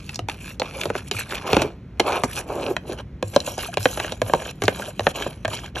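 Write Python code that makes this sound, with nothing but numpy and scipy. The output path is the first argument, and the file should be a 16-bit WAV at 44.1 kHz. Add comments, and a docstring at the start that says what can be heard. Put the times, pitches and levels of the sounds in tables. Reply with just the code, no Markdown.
"""A faintly humming kitchen, close up: a metal spoon stirs cocoa powder into a thick paste in a thin
plastic bowl. Each knock runs through the wall as a bending wave, treble first, a short falling "tock",
and some set the bowl rocking. Between knocks, in short pushes, the spoon grinds over powder and drags
along the wall, while air pockets in the paste crackle and gulp."""
import sys
import numpy as np
from scipy import signal
from scipy.fft import rfft, irfft, next_fast_len
from scipy.io import wavfile
from scipy.ndimage import uniform_filter1d, map_coordinates

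SR = 44100
rng = np.random.default_rng(int(sys.argv[2]) if len(sys.argv) > 2 else 0)


def output_pcm(signal):
    """Save a mono or channel-first signal as 16-bit PCM at the path in sys.argv[1].

    Samples are clipped to [-1, 1] before scaling.
    """
    pcm = np.clip(np.atleast_2d(signal).T, -1, 1) * 32767
    wavfile.write(sys.argv[1], SR, np.round(pcm).astype(np.int16))


N = 255780  # 5.8 s
TIME_S = np.arange(N) / SR


def amp(db):
    """Decibels to gain."""
    return 10 ** (np.asarray(db) / 20)


def unit(x):
    """Scale to rms 1."""
    return x / np.sqrt(np.mean(x ** 2) + 1e-20)


def along(points, hz):
    """Read (frequency, value) points on a log axis."""
    freqs, values = np.transpose(points)
    return np.interp(np.log(hz + 1), np.log(freqs + 1), values)


def wobble(rate_hz):
    """Smooth random curve, rate_hz knots a second."""
    return map_coordinates(rng.standard_normal(int(N * rate_hz / SR) + 4), [TIME_S * rate_hz])


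def filtered(x, response):
    """Apply a complex frequency response."""
    size = next_fast_len(N + SR // 2)
    return irfft(rfft(x, size) * response(np.fft.rfftfreq(size, 1 / SR)), size)[..., :N]


def band(hz, lo_hz, hi_hz, order=4):
    """Band-pass gain with smooth skirts."""
    return ((1 + (lo_hz / (hz + 1)) ** (2 * order)) * (1 + (hz / hi_hz) ** (2 * order))) ** -.5


def resonance(hz, centre_hz, q):
    """Gain of one damped resonance."""
    ratio = (hz + 1) / centre_hz
    return (1 + (q * (ratio - 1 / ratio)) ** 2) ** -.5


def causal(gain):
    """Minimum-phase response with this gain."""
    cepstrum = irfft(np.log(np.maximum(gain, 1e-6)))
    half = len(cepstrum) // 2
    return np.exp(rfft(np.r_[cepstrum[0], 2 * cepstrum[1:half], np.zeros(half)]))


def bending(hz, delay_s):
    """Bending-wave path: speed goes as the root of frequency; delay_s holds at 1 kHz."""
    return np.exp(-4j * np.pi * delay_s * np.sqrt(1000 * hz))


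def add(track, start_s, sound):
    """Mix a sound into a track."""
    part = track[max(round(start_s * SR), 0):][:len(sound)]
    part += sound[:len(part)]


def bump(db, hz, rise_s, t60_s):
    """Soft tone that swells and dies."""
    t = np.arange(SR // 3) / SR
    return amp(db - 60 * t / t60_s) * (1 - np.exp(-(t / rise_s) ** 2)) * np.sin(2 * np.pi * hz * t)


def pushes(rows, arch_db=0.5):
    """Gain curve: each push builds, arches as it swells or eases, then fades; slopes in s per 20 dB."""
    track = np.zeros(SR + N)  # 1 s of lead-in
    for start_s, length_s, db, swell_db, rise_s, fade_s in rows:
        t = np.arange(-3 * rise_s, length_s + 3 * fade_s, 1 / SR)
        progress = np.clip(t / length_s, 0, 1)
        body_db = swell_db * (progress - .5) + arch_db * (np.sin(np.pi * progress) - .5)
        skirt_db = -20 * (np.maximum(-t, 0) / rise_s + np.maximum(t - length_s, 0) / fade_s)
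        add(track, 1 + start_s - 3 * rise_s, amp(db + body_db + skirt_db))
    return track[SR:]


# Room noise spectrum: (frequency [Hz], level [dB])
AIR_SPECTRUM = [(25, -17), (52, -3), (120, -4), (180, -6.5), (280, -14), (800, -34.5), (2200, -39),
                (8000, -61)]


def kitchen(hum_hz=57, hum_db=-47, air_db=-38):
    """Low room noise and the wavering hum of an appliance."""
    air = unit(filtered(rng.standard_normal(N), lambda hz: amp(along(AIR_SPECTRUM, hz))))
    phase = 2 * np.pi * hum_hz * TIME_S + 0.8 * wobble(4.03)
    return amp(air_db) * air + amp(hum_db + 1.1 * wobble(4.4)) * np.sin(phase)


def reverb(x, t60_s=0.16):
    """Room reflections: a short noise tail after a 4 ms gap."""
    t = np.arange(SR // 2) / SR
    tail = rng.standard_normal(len(t)) * amp(-60 * t / t60_s) * (t > .004)
    return signal.fftconvolve(x, tail / np.linalg.norm(tail))[:N]


def shove(start_s=1.535, length_s=0.06254, db=-26, rise_s=0.015, fade_s=0.12):
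    """The hardest push shifts the bowl: its base judders over the table."""
    judder = unit(filtered(rng.standard_normal(N), lambda hz: band(hz, 55, 150)))
    return pushes([(start_s, length_s, db, 0, rise_s, fade_s)]) * judder


# Landings that rock the bowl: (time [s], level [dB])
ROCKS = [(0.212, -17.5), (0.864, -23), (1.14, -17), (3.234, -16.5), (3.781, -15), (4.226, -14), (4.63, -11),
         (4.999, -16), (5.462, -15.5)]


def rocking(rock_hz=102.2):
    """The bowl sways after the spoon lands."""
    track = np.zeros(N)
    for start_s, db in ROCKS:
        add(track, start_s, bump(db, rock_hz, rise_s=0.016, t60_s=0.18))
    return track


# Pockets opening behind the spoon: (time [s], level [dB], pitch [Hz])
GULPS = [(0.763, -22.5, 533), (1.646, -13.5, 425), (2.239, -13.5, 250), (2.69, -15, 396.5),
         (3.686, -21, 696), (4.397, -25, 618), (4.88, -22, 610)]


def gulps():
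    """Large air pockets ring briefly as the paste lets go."""
    track = np.zeros(N)
    for start_s, db, hz in GULPS:
        add(track, start_s, bump(db, hz, rise_s=0.00261, t60_s=0.063))
    return track


def pops(rate_hz=85, centre_hz=2200, spread=.38, decay_cycles=2.2):
    """Small air pockets open in the sticky paste; each rings a few cycles at its own pitch."""
    track, t = np.zeros(N), np.arange(512) / SR
    count = int(rate_hz * N / SR)
    for start_s, (pitch, strength) in zip(rng.uniform(0, N / SR, count), rng.standard_normal((count, 2))):
        cycles = centre_hz * np.exp(spread * pitch) * t
        envelope = np.exp(spread * np.tanh(strength) - cycles / decay_cycles)
        add(track, start_s, envelope * np.sin(2 * np.pi * cycles))
    return unit(track)


def fizz_gain(stop_s=5.5):
    """Once well stirred, the paste fizzes faintly: a gain that creeps up, then stops."""
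    return amp(np.interp(TIME_S, (0, 5, stop_s), (-114.25, -64.25, -62.3))) * (TIME_S < stop_s)


# Bowl peaks and dips, before and after the turn: (frequency [Hz], gain [dB])
EARLY_RINGS = [(1250, 2.5), (1620, 3), (1980, -4), (2400, 2), (2650, 2), (3590, 3), (4280, 5), (5700, 6),
               (6600, 3), (7380, 3)]
LATE_RINGS = [(1610, 5), (2000, -8), (2400, -1), (3160, 6), (4000, 7), (5740, 6), (6680, 4.5), (7400, 4)]


def bowl_colour(x, width_hz=210, turn_s=(2.3, 2.9765)):
    """Bowl resonances colour knocks and scrapes; they crossfade as the spoon is taken round."""
    def ringing(rings):
        def response(hz):
            peaks_db = sum(db / (1 + (2 * (hz - ring_hz) / width_hz) ** 2) for ring_hz, db in rings)
            return causal(amp(peaks_db - 1.5))
        return filtered(x, response)

    late = np.interp(TIME_S, turn_s, (0, 1))
    return (1 - late) * ringing(EARLY_RINGS) + late * ringing(LATE_RINGS)


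# Rubbing spectrum: (frequency [Hz], density [dB])
RUB_SPECTRUM = [(120, -13.5), (300, 6), (500, 4.5), (1050, -2.5), (1900, -14), (2400, -0.5), (3100, -5),
                (3700, -11.5), (4800, -11), (10500, -4), (14000, -5.5)]


def friction(lo_hz, hi_hz, rate_hz, spread_db, rub_gain, flutter_db, patchy_db, tone=None):
    """Tiny uneven slips on a smooth rub, radiated through the wall."""
    def wall(hz):
        return causal(amp(along(RUB_SPECTRUM, hz)) * band(hz, lo_hz, hi_hz)) * bending(hz, 0.001175)

    slips = (rng.random(N) < rate_hz / SR) * rng.standard_normal(N)
    slips *= amp(spread_db * np.clip(rng.standard_normal(N), -2, 2))
    force = (unit(slips) + rub_gain * rng.standard_normal(N)) * amp(flutter_db * wobble(110))
    # resonances shift as the contact point travels
    hz, frame_s, spectra = signal.stft(force, SR, nperseg=512)
    patches = uniform_filter1d(rng.standard_normal(spectra.shape), 4, axis=0)
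    patches = uniform_filter1d(patches, 9, axis=1)
    spectra *= amp(patchy_db * unit(patches))
    if tone:
        peak = resonance(hz[:, None], np.interp(frame_s, *np.transpose(tone)), q=0.95)
        spectra *= peak / np.linalg.norm(peak, axis=0)
    force = signal.istft(spectra, nperseg=512)[1][:N]
    return unit(filtered(force, wall))


# Main wall resonance under the dragging spoon: (time [s], frequency [Hz])
DRAG_TONE = [(1.2, 637.6), (1.52, 860), (1.62, 515), (1.72, 337), (2.06, 765), (2.13, 1116), (2.26, 450),
             (2.39, 710), (2.6, 503), (2.7, 400), (2.92, 435), (3.0, 825.2), (3.6, 730), (5.3, 710)]
# Spoon pushes: (start [s], length [s], level [dB], drag offset [dB], hiss offset [dB],
# swell [dB], rise [s per 20 dB], fade [s per 20 dB])
STROKES = [(0.0, 0.15, -48.5, -8, 0.5, 4, .03, 0.023), (0.297, 0.0274, -41.5, 2.5, -2, -4, .01, 0.066),
           (0.412, 0.11, -43, -8.5, -1, 0.5, 0.042, 0.045),
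           (0.629, 0.04947, -38.5, 0, -8.5, -7.5, 0.013, 0.15),
           (0.753, 0.066, -37.5, 3.5, -3, 8, 0.05105, 0.11126),
           (0.962, 0.03, -33.5, -3, -5.5, -4, 0.024, 0.04636),
           (1.04, 0.04626, -51.5, -7, -3.5, 20, .04, 0.011),
           (1.135, 0.076, -31.5, -10, -5, 7.5, 0.013, 0.032),
           (1.322, 0.031, -29.5, -1, -9, 0, 0.059, 0.076), (1.48, 0.15, -29.5, 7.5, -11.5, 0, .05, 0.076),
           (2.076, 0.09, -29.5, 14, -9.5, 0, 0.055, 0.063), (2.313, .075, -36, -11, 2, 11, 0.1, 0.024),
           (2.385, .018, -33, 6, -8, 0, .03, .03), (2.499, 0.21, -40, 14, -3.5, 3.5, 0.054, .055),
           (2.889, 0.04659, -39.5, 9.5, -4.5, 5, 0.057, 0.021),
           (2.989, 0.018, -39, 8.5, -13, 2.5, 0.038, 0.014), (3.247, 0.076, -55.5, -7.5, 7, 0, .01, 0.15),
           (3.345, .008, -33, 3, -6, 2, 0.023, .008), (3.37, .045, -42, 5, -2, -3, .01, .03),
           (3.465, 0.073, -38, 2.5, 4, -9, 0.03, .05), (3.596, 0.07, -32.5, -3, -1.5, -3.5, .03, 0.04),
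           (3.736, 0.00712, -33.5, -1, -4, 6.5, 0.02291, 0.006045),
           (3.803, 0.12, -39.5, -1, 5.5, 6, 0.022, 0.17), (3.998, 0.14, -38, 0.5, -14, -10.5, .03, .045),
           (4.264, .105, -41, 6, -2, -6, 0.038, 0.098), (4.413, 0.1, -36, -0.5, -5, 1, 0.053, 0.0067),
           (4.693, 0.21, -39.5, 4, -2.5, 2, 0.11, 0.022), (5.072, 0.042, -39, 2.5, 1, 0, 0.096, 0.01),
           (5.154, .125, -34.5, 5, -5.5, -7.5, 0.012, .08), (5.51, 0.074, -33, -1, -5, -3, 0.021, 0.075),
           (5.644, 0.036, -40, -1.5, -13, -9.5, 0.012, .018),
           (5.754, 0.03, -31.5, 0.5, -10, 0.5, 0.0046, 0.18)]


def stirring(drag_linger=1.18, crackle_duck=.8):
    """The spoon drags on the wall, scrapes over grit, shears dry powder and tears sticky paste."""
    start_s, length_s, db, drag_db, hiss_db, swell_db, rise_s, fade_s = np.transpose(STROKES)

    def gain(offset_db, linger=1):
        return pushes(zip(start_s, length_s, db + offset_db, swell_db, rise_s, fade_s * linger))

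    drag = friction(165, 1830, rate_hz=500, spread_db=2, rub_gain=.91, flutter_db=1.5, patchy_db=1,
                    tone=DRAG_TONE)
    scrape = friction(1250, 4600, rate_hz=450, spread_db=3.5, rub_gain=.7, flutter_db=2.8, patchy_db=2.8)
    hiss = friction(3640, 20940, rate_hz=1400, spread_db=3.5, rub_gain=.91, flutter_db=3, patchy_db=5.5)
    fizz = fizz_gain()
    crackle_db = -4 - crackle_duck * np.maximum(drag_db, 0)  # heavy drag, less crackle
    return (gain(drag_db - 1.6, drag_linger) * drag
            + (gain(-2.3) + fizz) * scrape
            + (gain(hiss_db + 3) + fizz) * hiss
            + gain(crackle_db) * pops())


def contact(knock_db, clack_db, tick_db, knock_hz, clack_hz, travel_s=.0011, rim_gain=0.68, size=4096):
    """One contact sends a falling chirp through the wall; weaker ones return from the rim."""
    hz, t = np.fft.rfftfreq(size, 1 / SR), np.arange(size) / SR
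    path_s = travel_s * np.exp(0.1694 * rng.standard_normal())
    waves = bending(hz, path_s) + rim_gain * bending(hz, path_s * rng.uniform(2.406, 3.0))
    waves += rim_gain ** 2 * bending(hz, path_s * rng.uniform(4, 8))
    # a light, bright contact skids over grit
    grit = rng.standard_normal(size) * np.exp(-t / 0.0076)
    skid_db = 3 + tick_db - max(knock_db, clack_db)
    force = 1 + amp(skid_db) * rfft(grit / np.linalg.norm(grit))
    knock = (resonance(hz, knock_hz, q=4.2) + 0.23) * band(hz, 94, 950, order=3)
    # paste damps the spoon's ring within milliseconds; a softer contact has a lower top
    clack = resonance(hz, clack_hz, q=1.5) + resonance(hz, clack_hz, q=9)
    clack *= band(hz, 1150, 1.8 * clack_hz + 600)
    tick = band(hz, 4900, 12500) * resonance(hz, 6200, q=.6)
    # each part is scaled to its own energy
    parts = [(knock_db + 26, knock), (clack_db + 21.5, clack), (tick_db + 20.5, tick)]
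    power = sum((amp(db) * shape / np.linalg.norm(irfft(shape * waves * force))) ** 2
                for db, shape in parts)
    return irfft(causal(np.sqrt(power)) * waves * force)


# Spoon on wall, relative levels:
# (time [s], wall knock [dB], spoon clack [dB], contact tick [dB], knock [Hz], clack [Hz])
KNOCKS = [(0.1915, -24.5, -26, -35, 493, 2970), (0.286, -22.5, -25, -31, 840, 2180),
          (0.5976, -22.5, -21.5, -35, 557.3, 4300), (0.6179, -18, -20.5, -45, 656, 2180),
          (0.8551, -19, -28, -38, 463, 3390), (0.9013, -17, -23.5, -38, 450, 1480),
          (0.9523, -21, -22, -42, 453, 1270), (1.1125, -24, -17, -24, 375, 2924),
          (1.5307, -10, -14, -26, 405.4, 2620), (1.5668, -7, -17, -24, 323, 2735),
          (1.6188, -15, -17.5, -22.5, 440, 2430), (1.9973, -13.5, -13, -19.5, 900, 2056),
          (2.0008, -11.5, -13.5, -28, 456.7, 3120), (2.236, -14.5, -18.5, -23.5, 930, 2042),
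          (2.2405, -22.5, -29, -21.5, 341.1, 1610), (2.7654, -24, -16, -32, 750, 1850),
          (3.2266, -17, -24.5, -31, 500, 2480), (3.362, -5, -16, -24, 547, 3974),
          (3.4752, -21.5, -36, -45, 569, 2000), (3.5796, -23, -37, -28, 630, 1990),
          (3.7716, -15, -17, -29, 617, 2400), (3.8554, -8, -8.5, -29.5, 525, 1830),
          (3.9738, -22.5, -26.5, -33, 540, 1740), (3.9996, -24, -18, -29, 870, 1779),
          (4.0464, -25, -24.5, -39, 514.4, 1718), (4.121, -24, -26.5, -31.5, 580, 3750),
          (4.2171, -13, -19.5, -26.5, 506, 2044), (4.297, -21, -29.5, -51, 560, 1683),
          (4.336, -7.5, -20.5, -25, 837.3, 2250), (4.348, -16, -30, -38, 489.5, 2460),
          (4.6201, -19, -20, -27.5, 554, 2030), (4.6372, -19.5, -24, -23, 436, 2120),
          (4.6804, -9.5, -8.5, -24.5, 515, 1950), (4.7964, -27, -35, -44, 618, 2151),
          (4.9943, -18, -20, -35, 630, 2400), (5.0058, -23, -30, -38, 584, 1900),
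          (5.0676, -9, -9, -32, 620, 1735), (5.2639, -19, -49.5, -65, 465.1, 2660),
          (5.4487, -18.5, -24, -36, 569.4, 1890), (5.4532, -24.5, -18.5, -38, 636, 1958),
          (5.4794, -23, -29, -31.5, 600, 1810)]
# Light clicks of the spoon's edge: (time [s], relative level [dB], clack [Hz])
CLICKS = [(0.0925, -26, 2514), (0.1447, -32, 5470), (0.1575, -25.5, 5140), (0.2968, -23.5, 2323),
          (0.813, -20.5, 2669), (0.8348, -22, 2020), (3.403, -25, 4170), (3.7797, -27, 2430),
          (3.829, -30, 7100), (4.654, -27, 4448), (4.8207, -25.5, 1430), (5.223, -21.5, 1940)]


def knocks():
    """Full knocks of the spoon, and edge clicks that hardly move the wall."""
    track = np.zeros(N)
    for start_s, *blow in KNOCKS:
        add(track, start_s, contact(*blow))
    for start_s, db, hz in CLICKS:
        click = contact(knock_db=db - 19.5, clack_db=db, tick_db=db - 11, knock_hz=800, clack_hz=hz)
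        add(track, start_s, click)
    return track


# Left microphone over right: (frequency [Hz], level [dB])
BALANCE = [(200, 0), (500, -1.5), (1500, 0), (2900, -2), (3800, 0), (4800, -3), (5500, 0)]
# Left microphone ahead of right: (frequency [Hz], phase [rad])
PHASE_LEAD = [(1400, 0), (3300, 1), (4100, 1), (4650, 2.1), (5200, 5.1), (5900, 6.3), (8750, 9.3),
              (9550, 9.55), (12200, 12.4)]


def scene(room_db=-16):
    """Bowl and kitchen reach two close microphones; each gets its own room tail."""
    def mic_pair(hz):
        sides = np.array([[.5], [-.5]])
        lead_rad = np.interp(hz, *np.transpose(PHASE_LEAD))
        return amp(sides * along(BALANCE, hz)) * np.exp(1j * sides * lead_rad)

    bowl = bowl_colour(knocks() + stirring()) + gulps() + rocking() + shove()
    direct = filtered(bowl + kitchen(), mic_pair)
    room = filtered(np.array([reverb(bowl), reverb(bowl)]), lambda hz: band(hz, 210, 5700, order=1))
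    return direct + amp(room_db) * room


# Microphone response: (frequency [Hz], gain [dB])
MIC_RESPONSE = [(20, -21), (45, -1.5), (11000, 1), (12000, -6), (14000, -32), (16000, -48)]


def record(dry, cutoff_hz=15500):
    """The microphones lose the top octave; the loudest knocks are rounded off."""
    x = filtered(dry, lambda hz: amp(along(MIC_RESPONSE, hz)))
    rounded = x / (1 + np.abs(x) ** 6) ** (1 / 6)
    return filtered(rounded, lambda hz: hz < cutoff_hz)


dry = scene()
out = record(dry)
output_pcm(out)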